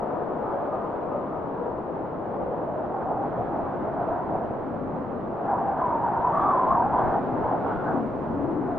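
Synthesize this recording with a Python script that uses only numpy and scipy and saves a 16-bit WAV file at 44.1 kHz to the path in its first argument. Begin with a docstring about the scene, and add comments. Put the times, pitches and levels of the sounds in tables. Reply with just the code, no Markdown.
"""Under a tarp in a snowy wood at night, listening to the wind.
Far treetops roar all around over the low rumble of big eddies (swirls of air). Nearer air rushes straight
ahead, sighs in the fir needles, sizzles in the twigs and puffs at the microphone. Branches and lines
moan briefly as eddies pass, and thick limbs add a deep moan that grows on the left.
In the gust the near air howls, with a pitch that follows its speed."""
import sys
import numpy as np
from scipy import signal
from scipy.fft import next_fast_len
from scipy.io import wavfile
from scipy.ndimage import uniform_filter1d

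SR = 44100
rng = np.random.default_rng(int(sys.argv[2]) if len(sys.argv) > 2 else 0)


def store_pcm(level_fs):
    """Save levels as 16-bit WAV."""
    pcm = np.round(np.clip(level_fs, -1, 1) * 32767).astype(np.int16)
    wavfile.write(sys.argv[1], SR, np.atleast_2d(pcm).T)


N = 387506
TIME = np.arange(N) / SR
FRAME, HOP = 1024, 256  # noise is built in short overlapping frames: size and step, in samples
FRAME_TIME = np.arange(N // HOP + 5) * HOP / SR
BIN_HZ = np.fft.rfftfreq(FRAME, 1 / SR)

# The tone colour of each noise, from bass to treble: (frequency [Hz], relative level [dB])
HISS_SPECTRUM = [(1000, 1), (3000, -1.5), (5000, -3), (8000, -6), (11000, -14), (15000, -17)]
RUMBLE_SPECTRUM = [(15, -15.5), (40, -10.5), (80, -10), (130, 0.5), (230, 1), (330, 1), (480, -10.5),
                   (900, -27.5), (3000, -74.5)]
ROAR_SPECTRUM = [(60, -32), (200, -12.5), (330, -4), (520, -2), (750, -4), (1000, -9), (1250, -15.5),
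                 (1550, -26.5), (2000, -37.5), (3400, -51), (8000, -90)]
NEEDLE_SPECTRUM = [(700, -13), (1400, 4), (1700, -2.5), (2000, -8.5), (2600, -17.5), (3400, -26),
                   (4000, -29), (5000, -36.5), (8000, -49), (15000, -67.5)]
SIZZLE_SPECTRUM = [(1500, -9.5), (2000, -0.5), (2800, 3.5), (3150, -2), (3380, 3), (3620, -5), (3950, -5.5),
                   (4600, -15.5), (8000, -34), (15000, -57.5)]
PUFF_SPECTRUM = [(15, -6), (50, 1), (110, 0), (170, -6), (300, -24), (1000, -61), (4000, -100)]
RUSH_SPECTRUM = [(150, -29), (450, -18.5), (580, -6), (670, 2.5), (800, 0), (1030, -6), (1220, -12),
                 (1500, -15), (1900, -30.5), (2600, -46), (3200, -51), (3450, -47.5), (3650, -56),
                 (4800, -67.5), (7500, -77.5), (15000, -97)]
# How alike left and right are; 1 sounds narrow, 0 wide: (frequency [Hz], likeness [-1 to 1])
HISS_LIKENESS = [(3000, .45), (5000, 0.71), (8000, 0.83), (12000, 0.68)]
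RUMBLE_LIKENESS = [(25, 0.77), (60, 0.92), (140, 0.73), (400, .8)]
ROAR_LIKENESS = [(100, 0.56), (300, .7), (520, 0.7), (1000, 0.62), (2000, 0.32), (4000, 0.62), (8000, 0.93),
                 (12000, .85)]
NEEDLE_LIKENESS = [(1500, 0.38), (2500, 0.6), (5000, 0.94), (12000, .8)]
SIZZLE_LIKENESS = [(2000, .5), (5000, .4)]
PUFF_LIKENESS = [(30, 0.1), (120, -.4)]
RUSH_LIKENESS = [(100, 0.93), (600, 0.93), (1100, 0.93), (2000, 0.88), (5000, 0.89), (12000, .8)]

# How loud the high hiss and the low rumble are: (time [s], level [dB])
HISS_CURVE = [(0, -84.5), (2.2, -86.5), (3.6, -84.5), (4.8, -86.5), (6.15, -88.5), (6.28, -84), (6.75, -83),
              (7.2, -88), (7.75, -82), (8.1, -80), (8.79, -84)]
RUMBLE_CURVE = [(0, -38), (2.3, -37), (4.2, -35), (5.5, -37), (7.05, -32), (7.6, -34), (8.79, -31.5)]
# The wind in the far treetops: (time [s], relative level [dB], left minus right [dB])
TREETOP_WIND = [(0, -34, 3), (2, -37, 2.5), (2.7, -36, 0), (4.2, -36.5, -0.5), (4.9, -38, 0),
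                (7.1, -36.5, 1), (7.5, -34.5, 0), (8.4, -37, 0), (8.79, -43, 6.5)]
# The wind in the near trees: (time [s], relative level [dB])
NEAR_WIND = [(0, -44), (.6, -38), (1.3, -45.5), (1.9, -47.5), (3.45, -36), (4.3, -39), (4.6, -43),
             (5.3, -44.5), (5.5, -33), (6.1, -32.5), (6.35, -27.5), (6.7, -28.5), (7.25, -35.5), (8.4, -44),
             (8.79, -33)]
# Brief surges and lulls of the wind: (middle [s], length [s], lift [dB])
WIND_SURGES = [(4.075, 0.5, 4), (5.556, 0.16, 2.5), (5.873, 0.24, 3.5), (6.713, 0.095, -0.5),
               (7.019, 0.27, 7.5), (7.158, 0.084, 5.5), (7.27, .16, 1), (7.5, 0.28, 4), (7.694, 0.16, 9.5),
               (7.926, 0.26, 8)]
# Moments of the fastest air in the nearest twigs: (middle [s], length [s], level [dB])
TWIG_SIZZLES = [(3.333, 0.26, -73), (6.469, .56, -66.5), (6.707, 0.096, -66.5), (6.974, .12, -71),
                (7.457, 0.17, -73), (7.76, 0.36, -67)]
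# Gusts that reach under the tarp: (middle [s], length [s], level [dB])
AIR_PUFFS = [(4.12, 0.14, -44), (4.903, .35, -49), (6.33, 0.36, -48), (6.72, 0.091, -37.5),
             (7.07, 0.17, -36), (7.45, 0.21, -42.5), (7.78, 0.14, -39)]
# Short moans of branches and lines: (middle [s], length [s], pitch [Hz], width [Hz], level [dB])
BRANCH_MOANS = [(0.493, 0.13, 1260, 110.6, -42), (0.626, 0.28, 573, 79.6, -33),
                (0.777, 0.29, 1230, 90, -41), (1.15, 0.34, 567.5, 141, -34.5), (1.16, 0.16, 1240, 90, -44),
                (1.34, 0.17, 1228, 110, -43), (1.63, 0.24, 466.6, 45.5, -34.5),
                (1.654, 0.35, 938, 110, -41.5), (2.449, 0.42, 545, 100, -33.5),
                (2.76, 0.38, 625.5, 94.4, -33.5), (3.602, 0.17, 659, 130, -37.5),
                (4.161, 0.096, 1500, 300, -47.5), (4.2, .5, 975, 130, -40), (7.418, 0.13, 510, 120, -33),
                (7.487, 0.2, 983, 171, -32), (7.55, .13, 640, 49.6, -32.5), (7.679, .08, 660, 50, -34),
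                (7.697, 0.18, 1387, 220, -41), (7.798, 0.13, 1406, 200, -40.5),
                (7.897, 0.1, 1398, 376, -35), (8.712, 0.16, 722, 160, -35.5)]
# Drones of thick limbs: (middle [s], length [s], pitch [Hz], climb [Hz/s], width [Hz], level [dB])
LIMB_MOANS = [(3.693, 1.4, 307, -0.5, 85, -45), (4.948, 0.84, 245.2, 1, 60, -38),
              (7.341, 0.36, 258.8, 23, 30, -34), (7.376, 0.14, 316.3, 58, 30, -38),
              (7.962, .34, 283, 101, 55, -34), (8.018, 0.18, 231.4, -3, 25, -31.5),
              (8.317, 0.19, 234.6, 120, 35, -33.5), (8.41, 0.18, 281, 91.5, 22, -31),
              (8.57, .36, 282, -28, 50, -32.5), (8.53, .44, 338, 91, 72.5, -32),
              (8.68, 0.096, 354.3, 0, 50, -31.5)]
# Pushes of wind that howl; fray is the rough share of the tone:
# (peak time [s], rise [s], fall [s], top pitch [Hz], sag [Hz], level [dB], fray [0 to 1])
HOWL_PUSHES = [(2.954, .061, 0.096, 791, 75, -32.5, 0.35), (3.11, 0.08, 0.082, 772, 57, -30, 0.7),
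               (3.21, 0.052, 0.077, 804, 38, -29, 0.04), (3.408, 0.024, 0.048, 748, 38, -28.5, 0.03),
               (4.0, 0.079, 0.057, 698, 38, -30, 0.15), (4.11, .06, 0.12, 688.6, 38, -28.5, 0.1),
               (4.345, .07, 0.086, 720, 64, -28.5, 0.7), (5.505, 0.043, 0.05, 807, 25, -24, 0.01),
               (5.556, 0.05, 0.061, 943, 69, -27, 0.6), (5.68, 0.12, 0.087, 797, 24, -26.5, 0),
               (5.825, 0.017, 0.13, 993, 53, -24.5, 0.01), (5.945, .07, 0.07, 952, 22, -26, 0.08),
               (6.04, 0.039, 0.083, 964, 230, -25, 0.33), (6.16, .05, 0.085, 928, 42, -26, 0.3),
               (6.27, 0.059, 0.059, 987, 130, -22.5, 0.36), (6.37, .06, 0.053, 1157, 105, -26.5, 0.32),
               (6.475, .11, .1, 1147, 69.5, -23, 0.27), (6.53, 0.03, .15, 1045, 67, -23.5, .25),
               (6.651, 0.047, 0.05, 983, 35, -25.5, .45), (6.72, 0.047, 0.059, 1109, 130, -20, 0.34),
               (6.79, 0.038, .05, 977, 81, -22, 0.17), (6.855, 0.024, 0.045, 810, 62, -24, 0.3),
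               (6.98, 0.08, 0.099, 1019, 120, -27, 0.55), (7.02, .05, 0.061, 788, 24, -28.5, 0.44),
               (7.165, 0.04, 0.038, 796, 50, -24.5, 0.4), (7.32, .1, .05, 804, 15, -32, .2),
               (7.455, .035, .05, 850, 70, -29.5, .6), (7.55, .04, 0.031, 810, 29, -28.5, .35)]


def gain_of(db):
    """Turns decibels into a number to multiply a sound by."""
    return 10 ** (np.asarray(db) / 20)


def unit_level(x):
    """Scales a signal so that its average size (rms) is 1."""
    return x / np.sqrt(np.mean(abs(x) ** 2) + 1e-20)


def over_frequency(points):
    """Joins a table's points into a curve from bass to treble, on a log-frequency axis."""
    hz, value = np.transpose(points)
    return np.interp(np.log(BIN_HZ + 1), np.log(hz + 1), value)


def over_time(rows):
    """Joins a table's points into curves over time, one for each column after the first."""
    times, *columns = np.transpose(rows)
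    return [np.interp(TIME, times, column) for column in columns]


def drift(rate_hz):
    """A smooth random wobble around 0 that changes up to about rate_hz."""
    size = next_fast_len(N)
    hz = np.fft.fftfreq(size, 1 / SR)
    noise = rng.standard_normal(size) + 1j * rng.standard_normal(size)
    return unit_level(np.fft.ifft(noise / (1 + (hz / rate_hz) ** 4))[:N]).real


def panned(pair, left_db):
    """Leans a stereo sound to the left, or to the right if left_db is negative."""
    return np.array([pair[0] * gain_of(left_db / 2), pair[1] * gain_of(-left_db / 2)])


def arch(t, middle, length):
    """The swell of a passing eddy: half a cosine, from 0 up to 1 and back."""
    return np.cos(np.pi * np.clip((t - middle) / length, -.5, .5))


def surge_db():
    """The lift that brief surges give to the wind."""
    return sum(lift_db * arch(TIME, middle, length) for middle, length, lift_db in WIND_SURGES)


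def turbulence(spectrum, likeness, patchy_db, flicker_db):
    """Stereo noise of swirling air: eddies lift patches of the spectrum and shake the whole of it."""
    a, b, c, d, patches = rng.standard_normal((5, len(FRAME_TIME), len(BIN_HZ)))
    patches = uniform_filter1d(patches, size=18, axis=0)  # smooth over time
    patches = unit_level(uniform_filter1d(patches, size=4, axis=1))  # and over frequency
    flicker = unit_level(uniform_filter1d(rng.standard_normal(len(FRAME_TIME)), size=6))[:, None]
    shared = np.clip(over_frequency(likeness), -1, 1)
    left = a + 1j * b
    right = shared * left + np.sqrt(1 - shared ** 2) * (c + 1j * d)
    shape_db = over_frequency(spectrum) + patchy_db * patches + flicker_db * flicker
    frames = np.array([left, right]) * gain_of(shape_db)
    _, air = signal.istft(frames.swapaxes(1, 2), nperseg=FRAME, noverlap=FRAME - HOP)
    return unit_level(air[:, :N])


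def eddy_tone(hz, width_hz, spread, steady):
    """Eddies peel off a branch at a loose beat, making a tone: more width is fuzzier, more spread wider."""
    lowpass = signal.butter(3, np.clip(width_hz / 2, 2, 2000), fs=SR, output="sos")
    a, b = rng.standard_normal((2, 2, 2 * SR))
    swing = unit_level(signal.sosfilt(lowpass, a + 1j * b))[:, -len(hz):]
    swing = swing / np.sqrt(1 + abs(steady * swing) ** 2)  # capping the swing steadies the loudness
    mid, side = (swing * np.exp(2j * np.pi * np.cumsum(hz) / SR)).real
    return unit_level(np.array([mid + spread * side, mid - spread * side]))


def high_hiss():
    """A faint hiss lies above the wind; it jumps up with the gust and swells again behind it."""
    level_db, = over_time(HISS_CURVE)
    air = turbulence(HISS_SPECTRUM, HISS_LIKENESS, patchy_db=1.0, flicker_db=0.9)
    return panned(air * gain_of(level_db), left_db=-0.5)


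def low_rumble():
    """The largest eddies make a low rumble."""
    level_db, = over_time(RUMBLE_CURVE)
    air = turbulence(RUMBLE_SPECTRUM, RUMBLE_LIKENESS, patchy_db=1.1, flicker_db=-0.23)
    return panned(air * gain_of(level_db), left_db=3.0)


def treetop_roar(surge_share=0.22):
    """Many far treetops blend into a wide, dull roar that leans left at the start and the end."""
    wind_db, left_db = over_time(TREETOP_WIND)
    air = turbulence(ROAR_SPECTRUM, ROAR_LIKENESS, patchy_db=1.0, flicker_db=0.9)
    return panned(air * gain_of(wind_db + surge_share * surge_db() + 4.5), left_db)


def needle_sigh(base_db=-52.5, base_wind_db=-40, follow_share=0.39, lag_s=0.75):
    """Tiny eddies around fir needles make a soft, wide sigh that follows the wind late and weakly."""
    wind_db, = over_time(NEAR_WIND)
    memory = np.exp(-1 / (lag_s * SR))
    late_wind_db = signal.lfilter([1 - memory], [1, -memory], wind_db + surge_db() - base_wind_db)
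    air = turbulence(NEEDLE_SPECTRUM, NEEDLE_LIKENESS, patchy_db=1.0, flicker_db=0.4)
    return panned(air * gain_of(base_db + follow_share * late_wind_db), left_db=-3.5)


def twig_sizzle():
    """Twigs and needles add a bright edge only while the air is at its fastest."""
    strength = sum(gain_of(db) * arch(TIME, middle, length) for middle, length, db in TWIG_SIZZLES)
    return turbulence(SIZZLE_SPECTRUM, SIZZLE_LIKENESS, patchy_db=1.6, flicker_db=2.5) * strength


def microphone_puffs():
    """Air brushes each side of the microphone on its own, making soft, low thuds."""
    strength = sum(gain_of(db) * arch(TIME, middle, length) ** 2 for middle, length, db in AIR_PUFFS)
    return turbulence(PUFF_SPECTRUM, PUFF_LIKENESS, patchy_db=-0.5, flicker_db=1.0) * strength


def branch_moans(pitch_bend=0.0299):
    """A passing eddy makes a branch or line sing; the pitch rises and falls a little with the swell."""
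    out = np.zeros((2, N))
    for middle, length, hz, width_hz, level_db in BRANCH_MOANS:
        inside = abs(TIME - middle) < length / 2
        swell = arch(TIME[inside], middle, length)
        tone = eddy_tone(hz * (1 + pitch_bend * (swell - 1)), width_hz, spread=0.3, steady=0.21)
        out[:, inside] += gain_of(level_db) * swell * tone
    return panned(out, left_db=2.0)


def limb_moans():
    """Thick limbs shed eddies more slowly, so they drone low on the left, louder once the gust arrives."""
    out = np.zeros((2, N))
    for middle, length, hz, climb, width_hz, level_db in LIMB_MOANS:
        inside = abs(TIME - middle) < length / 2
        swell = arch(TIME[inside], middle, length)
        tone = eddy_tone(hz + climb * (TIME[inside] - middle), width_hz, spread=.3, steady=2)
        out[:, inside] += gain_of(level_db) * swell * tone
    return panned(out, left_db=5.5)


def near_rush():
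    """Air tears through the near trees in surges."""
    wind_db, = over_time(NEAR_WIND)
    air = turbulence(RUSH_SPECTRUM, RUSH_LIKENESS, patchy_db=1.77, flicker_db=1.47)
    return panned(air * gain_of(wind_db + surge_db() + 1.5), left_db=-0.4)


def gust_howl(pitch_power=0.69, quiet_below_push=0.083):
    """Each push of wind lifts the howl's pitch and level; swirling air makes it rough and fluttery."""
    out = np.zeros((2, N))
    waver = 1 + .02 * drift(rate_hz=26)
    for peak, rise, fall, top_hz, sag_hz, level_db, fray in HOWL_PUSHES:
        inside = (TIME > peak - rise) & (TIME < peak + fall)
        push = np.interp(TIME[inside], [peak - rise, peak, peak + fall], [0, 1, 0])
        hz = (top_hz - sag_hz * (1 - push ** pitch_power)) * waver[inside]
        swell = np.sqrt(push) * np.tanh(push / quiet_below_push) ** 2
        clear = eddy_tone(hz, width_hz=55, spread=.07, steady=3)
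        rough = eddy_tone(hz, width_hz=230, spread=.1, steady=2.8)
        tone = np.sqrt(1 - fray) * clear + np.sqrt(fray) * rough
        out[:, inside] += gain_of(level_db) * swell * tone
    flutter_hz = 40 * (1 + 0.32 * drift(rate_hz=9.9))
    flutter = 1 + .35 * np.sin(2 * np.pi * np.cumsum(flutter_hz) / SR)
    return out * unit_level(flutter)


def scene():
    """All the voices of the wind together."""
    background = high_hiss() + low_rumble() + treetop_roar()
    details = needle_sigh() + twig_sizzle() + microphone_puffs() + branch_moans() + limb_moans()
    return background + details + near_rush() + gust_howl()


def record(dry):
    """Cuts away the treble above 15000 Hz."""
    lowpass = signal.firwin(511, 15000, window=("kaiser", 9), fs=SR)
    return signal.oaconvolve(dry, lowpass[None], "same")


dry = scene()
out = record(dry)
store_pcm(out)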